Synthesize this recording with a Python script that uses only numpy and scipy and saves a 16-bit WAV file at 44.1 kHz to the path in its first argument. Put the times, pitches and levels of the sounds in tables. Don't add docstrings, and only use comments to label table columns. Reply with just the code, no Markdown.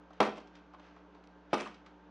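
import sys
import numpy as np
from scipy import signal
from scipy.fft import rfft, irfft
from scipy.io import wavfile

SR = 44100
rng = np.random.default_rng(int(sys.argv[2]) if len(sys.argv) > 2 else 0)


def wav_record(signal):
    frames = np.transpose(np.atleast_2d(signal))
    bounded = np.clip(frames, -1, 1)
    quanta = np.round(bounded * 32767).astype(np.int16)
    wavfile.write(sys.argv[1], SR, quanta)


N = 92610
T = np.arange(N) / SR
HZ = np.maximum(np.fft.rfftfreq(2 * N, 1 / SR), 1)
CUTOFF_HZ = 13700


def from_db(db):
    return 10 ** (np.asarray(db) / 20)


def at_hz(points, hz):
    f, v = np.transpose(points)
    return np.interp(np.log(hz), np.log(f), v)


def colour(x, spectrum):
    cepstrum = irfft(np.log(from_db(at_hz(spectrum, HZ))))
    cepstrum[1:N] *= 2
    cepstrum[N + 1:] = 0
    response = np.exp(rfft(cepstrum))
    return irfft(rfft(x, 2 * N) * response)[..., :N]


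def noise(spectrum, force=1):
    rms_gain = np.sqrt(np.mean(from_db(at_hz(spectrum, HZ)) ** 2))
    return colour(force * rng.standard_normal(N), spectrum) / rms_gain


def dying(t60):
    return np.exp(-np.log(1000) * T / max(t60, 1e-3))


def drift(rate):
    return np.interp(T * rate, np.arange(2048), rng.standard_normal(2048))


def add(out, s, x):
    i = int(np.clip(s * SR, 0, N - 1))
    out[i:] += x[:N - i]


def stereo(mid, side):
    # f/Hz, side minus mid level/dB
    width = [(40, 6), (130, -22), (400, -22.5), (1000, -23), (3000, -16), (8000, -12)]
    return mid + colour(side, width) * np.array([[1], [-1]])


def hum():
    # f/Hz, level/dB rms before the waver
    hum_tones = [(180.4, -65.5), (291.5, -68.5), (300.3, -66), (420, -82), (540, -75.5), (759, -79.5),
                 (877, -73.5), (933, -76), (1577, -78)]
    mains_hz, mains_db, mains_side_db = 59.7, -68.5, -31
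    waver_at_400_hz_db, wavers_per_s = 1.57, 12
    turn = 2 * np.pi * mains_hz * T
    side = from_db(mains_side_db) * np.cos(turn) * np.array([[1], [-1]])
    total = np.sqrt(2) * from_db(mains_db) * (np.sin(turn) + side)
    for hz, db in hum_tones:
        waver = waver_at_400_hz_db * drift(wavers_per_s) * min(hz / 400, 2)
        tone = np.sin(2 * np.pi * (hz * T + rng.random()))
        total = total + np.sqrt(2) * from_db(db + waver) * tone
    return total


def fan():
    # f/Hz, relative level/dB per Hz
    rush = [(25, -44), (60, -17.5), (110, -15), (200, -1), (300, -2), (400, 2), (600, -0.5), (900, -3),
            (1400, -4.5), (2000, -14.5), (3200, -18.5), (5000, -29), (6500, -31.5), (8200, -51.5),
            (14000, -66)]
    return from_db(-62.5) * stereo(noise(rush), noise(rush))


def room_tail():
    # f/Hz, t60/s
    room_t60 = [(100, 0.98), (250, 0.45), (600, 0.42), (1200, 0.31), (3000, 0.37), (6000, 0.46),
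                (12000, 0.044)]
    # f/Hz, relative level/dB
    room_colour = [(60, -5), (150, 28.5), (300, -7.5), (700, -8), (1500, -5), (3000, -4), (6000, -8.5),
                   (12000, -5)]
    diffuse_from_hz, build_s, tail_db = 265.7, .011, -2
    size = SR * 3 // 4
    tail = np.zeros((2, N))
    edges = np.geomspace(diffuse_from_hz, CUTOFF_HZ, 21)
    build = 1 - np.exp(-(T / build_s) ** 2)
    for low, high in zip(edges, edges[1:]):
        band_pass = signal.butter(2, [low, high], "band", fs=SR, output="sos")
        band = signal.sosfilt(band_pass, rng.standard_normal((2, size)))
        fade = dying(at_hz(room_t60, np.sqrt(low * high))) * build
        band = band * fade[:size]
        energy = np.sum(band ** 2, axis=1, keepdims=True)
        tail[:, :size] += band * np.sqrt(2 * (high - low) / SR / energy)
    return from_db(tail_db) * colour(tail, room_colour)


def room(x):
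    # f/Hz, level/dB at resonance, t60/s
    room_modes = [(125, -7, .45), (209, 6, .36), (252, -3, .28), (349, -5, .26), (432, -9, .22)]
    scatter_db, scatter_t60_s = -2, .015
    mid, side = room_tail()
    scatter = rng.standard_normal(N) * dying(scatter_t60_s)
    scatter = from_db(scatter_db) * scatter / np.linalg.norm(scatter)
    response = stereo(mid, side + scatter)
    standing = np.zeros(N)
    for hz, db, t60 in room_modes:
        q = np.pi * hz * t60 / np.log(1000)
        standing += from_db(db) * signal.lfilter(*signal.iirpeak(hz, q, fs=SR), x)
    return standing + signal.fftconvolve(response, x[None], axes=1)[:, :N]


def friction(strokes, spectrum, grain_db, grains_per_s):
    force = np.zeros(N)
    for s, length, db in strokes:
        force += from_db(db) * np.sin(np.pi * np.clip((T - s) / length, 0, 1))
    grain = from_db(grain_db * drift(grains_per_s))
    return noise(spectrum, force * grain)


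def brushes():
    # t/s, length/s, level/dB before the grain
    brush_strokes = [(0.104, 0.13, -70.5), (0.525, 0.083, -65), (.78, .16, -66), (.92, .1, -70.5),
                     (1.124, 0.095, -75.5), (1.495, 0.16, -56), (1.848, 0.056, -67.5)]
    # f/Hz, relative level/dB per Hz
    brush_spectrum = [(60, -48), (200, -17), (800, 6), (2400, 4.5), (3500, -2), (6000, -11), (8000, -31),
                      (14000, -61)]
    return friction(brush_strokes, brush_spectrum, grain_db=2.0, grains_per_s=510)


def taps():
    # t/s, knock level/dB, tick level/dB
    touches = [(0.105, -49.5, -66.5), (0.132, -58.5, -63), (0.371, -46.5, -55), (.381, -52, -56.5),
               (0.402, -49, -62), (0.473, -83, -61.5), (0.553, -73, -58), (.567, -80, -71),
               (0.735, -49, -66), (.783, -56.5, -77), (0.796, -56, -63), (0.963, -51, -70),
               (1.148, -55.5, -67), (1.238, -85, -64.5), (1.66, -48, -66), (1.67, -49, -61),
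               (1.743, -55.5, -56.5), (1.862, -54.5, -58.5)]
    # f/Hz, relative level/dB per Hz
    knock_spectrum = [(100, -50), (300, -2), (600, 6), (1100, 7.5), (1700, -7.5), (4000, -23.5),
                      (12000, -59)]
    # f/Hz, relative level/dB per Hz
    tick_spectrum = [(200, -30), (1200, 3), (2400, 6.5), (4000, 3), (6000, -4), (8000, -18), (14000, -78)]
    knock_attack_s, knock_t60_s, tick_t60_s = .0015, 0.064, 0.054
    knocks, ticks = np.zeros((2, N))
    knock_fade = (1 - np.exp(-T / knock_attack_s)) * dying(knock_t60_s)
    tick_fade = dying(tick_t60_s)
    for s, knock_db, tick_db in touches:
        add(knocks, s, from_db(knock_db) * knock_fade)
        add(ticks, s, from_db(tick_db) * tick_fade)
    return noise(knock_spectrum, knocks) + noise(tick_spectrum, ticks)


def skids():
    # t/s, length/s, level/dB before the grain
    skid_strokes = [(.735, 0.027, -56), (1.657, 0.021, -44)]
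    # f/Hz, relative level/dB per Hz
    skid_spectrum = [(100, -41), (500, -8.5), (900, -7), (1150, 5), (1400, -4.5), (1800, -17), (4000, -23),
                     (9000, -56)]
    return friction(skid_strokes, skid_spectrum, grain_db=3.0, grains_per_s=300)


def scrapes():
    # t/s, length/s, level/dB before the grain
    scrape_strokes = [(.215, 0.063, -46.5), (.352, 0.043, -58.5), (1.555, 0.092, -47.5),
                      (1.63, 0.071, -55.5)]
    # f/Hz, relative level/dB per Hz
    scrape_spectrum = [(60, -33), (200, -1.5), (600, 2), (1200, 0), (1800, -0.5), (2600, -0.5), (4500, -16),
                       (6500, -15.5), (9500, -31), (11500, -68)]
    return friction(scrape_strokes, scrape_spectrum, grain_db=5.5, grains_per_s=400)


def crunches():
    # t/s, relative level/dB, t60/s
    crunch_times = [(0.2039, -21, 0.017), (0.212, -39, 0.054), (0.228, -36, 0.033), (.256, -44, 0.037),
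                    (.274, -42.5, 0.032), (.2915, -43.5, 0.013), (1.273, -52.5, 0.014),
                    (1.5335, -32.5, 0.044), (1.5404, -28.5, .033), (1.562, -53, .04), (1.594, -45, 0.042),
                    (1.6015, -35.5, 0.034)]
    # f/Hz, gain/dB
    crunch_spectrum = [(200, -33), (1000, -9), (2400, 6), (4000, -0.5), (5800, -3), (7000, -17),
                       (9500, -22), (11000, -35), (13000, -51)]
    crackles_per_s, crackle_spread_db = 5000, 2.5
    force = np.zeros(N)
    for s, db, t60 in crunch_times:
        add(force, s, from_db(db) * dying(t60))
    sizes = from_db(crackle_spread_db * np.minimum(rng.exponential(1, N), 3))
    happens = rng.random(N) < crackles_per_s / SR
    cracks = sizes * rng.choice([-1, 1], N) * happens
    return colour(force * cracks / np.std(cracks), crunch_spectrum)


def box(hits, modes, board, modes_db, board_db, board_t60, slap_db):
    rattle_from_hz, low_cut_hz = 593, 160
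    out = np.zeros(N)
    ring = np.zeros(N)
    for k, (hz, db, t60) in enumerate(modes):
        sign = (-1) ** k
        ring += sign * from_db(db + modes_db) * np.sin(2 * np.pi * hz * T) * dying(t60)
    slap = colour(1. * (T == 0), board)
    slap = from_db(slap_db) * slap / np.abs(slap).max()
    crowded = signal.butter(2, rattle_from_hz, "high", fs=SR)
    for s, db, soft_hz in hits:
        rattle = from_db(board_db) * signal.lfilter(*crowded, noise(board, dying(board_t60)))
        blow = ring - slap + rattle
        softness = signal.butter(1, min(soft_hz, .45 * SR), fs=SR)
        add(out, s, from_db(db) * signal.lfilter(*softness, blow))
    return signal.lfilter(*signal.butter(2, low_cut_hz, "high", fs=SR), out)


def upper_box():
    # t/s, relative level/dB, softness as low-pass f/Hz
    upper_hits = [(1.5307, -22.5, 1100), (1.532, -16.5, 910), (1.5378, -20.5, 1900), (1.549, -27, 1600),
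                  (1.56, -34.5, 1720), (1.572, -32.5, 2200), (1.583, -38, 1300), (1.602, -39, 3500),
                  (1.614, -37.5, 1210), (1.623, -38.5, 1200), (1.667, -48.5, 2400)]
    # f/Hz, relative level/dB, t60/s
    upper_modes = [(141.4, -16, 0.041), (210.8, -16, 0.24), (233, -8.5, 0.052), (326.6, -11, 0.12),
                   (413, -22, 0.056), (503, -17, 0.18), (544, -35, 0.056), (630.5, -1.5, 0.069),
                   (753, -16.5, 0.12), (836, -14, 0.11), (970, -20, .22), (1020, -13, .15),
                   (1188, -4.5, 0.09), (1278, -9, 0.12)]
    # f/Hz, relative level/dB per Hz
    upper_board = [(47, -64), (80, -23.5), (345, 0.5), (1100, -8.5), (1280, -10), (1690, -20),
                   (3290, -20.5), (5740, -26.5), (6390, -41), (10000, -31.5), (11700, -70), (13600, -106)]
    return box(upper_hits, upper_modes, upper_board,
               modes_db=-5, board_db=-0.5, board_t60=0.041, slap_db=5.5)


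def lower_box():
    # t/s, relative level/dB, softness as low-pass f/Hz
    lower_hits = [(.2027, -21.5, 8000), (.2042, -15.5, 4570), (.2144, -17.5, 1310), (.2286, -27.5, 2800),
                  (.2492, -31, 1200), (.2677, -35, 3020), (.2761, -31, 800), (.284, -28.5, 394),
                  (.378, -44, 1380)]
    # f/Hz, relative level/dB, t60/s
    lower_modes = [(215.5, -9.5, 0.13), (319, -3, .16), (394, -3, 0.11), (519, -15, 0.24), (575, -15.5, .2),
                   (648.6, -14.5, 0.25), (728, -12.5, 0.081), (800, -15, 0.071), (929, -12, 0.11),
                   (1001, -7.5, 0.12), (1058, -26, 0.29), (1160, -19, 0.065), (1308, -13, 0.13),
                   (1496, -27, .13)]
    # f/Hz, relative level/dB per Hz
    lower_board = [(47, -50), (80, -15), (156, -8), (345, -5.5), (615, -5), (763, -4), (1010, -6.5),
                   (1920, -19.5), (2230, -22), (3740, -23), (4540, -32.5), (10500, -48.5), (13600, -51)]
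    return box(lower_hits, lower_modes, lower_board,
               modes_db=-7.5, board_db=0.5, board_t60=0.06, slap_db=3.5)


def scene():
    handling = brushes() + taps() + skids() + scrapes()
    close = handling + crunches() + upper_box() + lower_box()
    pan_db = [[-.25], [.25]]
    return (close + room(close) + hum() + fan()) * from_db(pan_db)


def record(dry):
    steep = signal.ellip(10, .1, 80, CUTOFF_HZ, fs=SR, output="sos")
    return signal.sosfilt(steep, dry)


dry = scene()
out = record(dry)
wav_record(out)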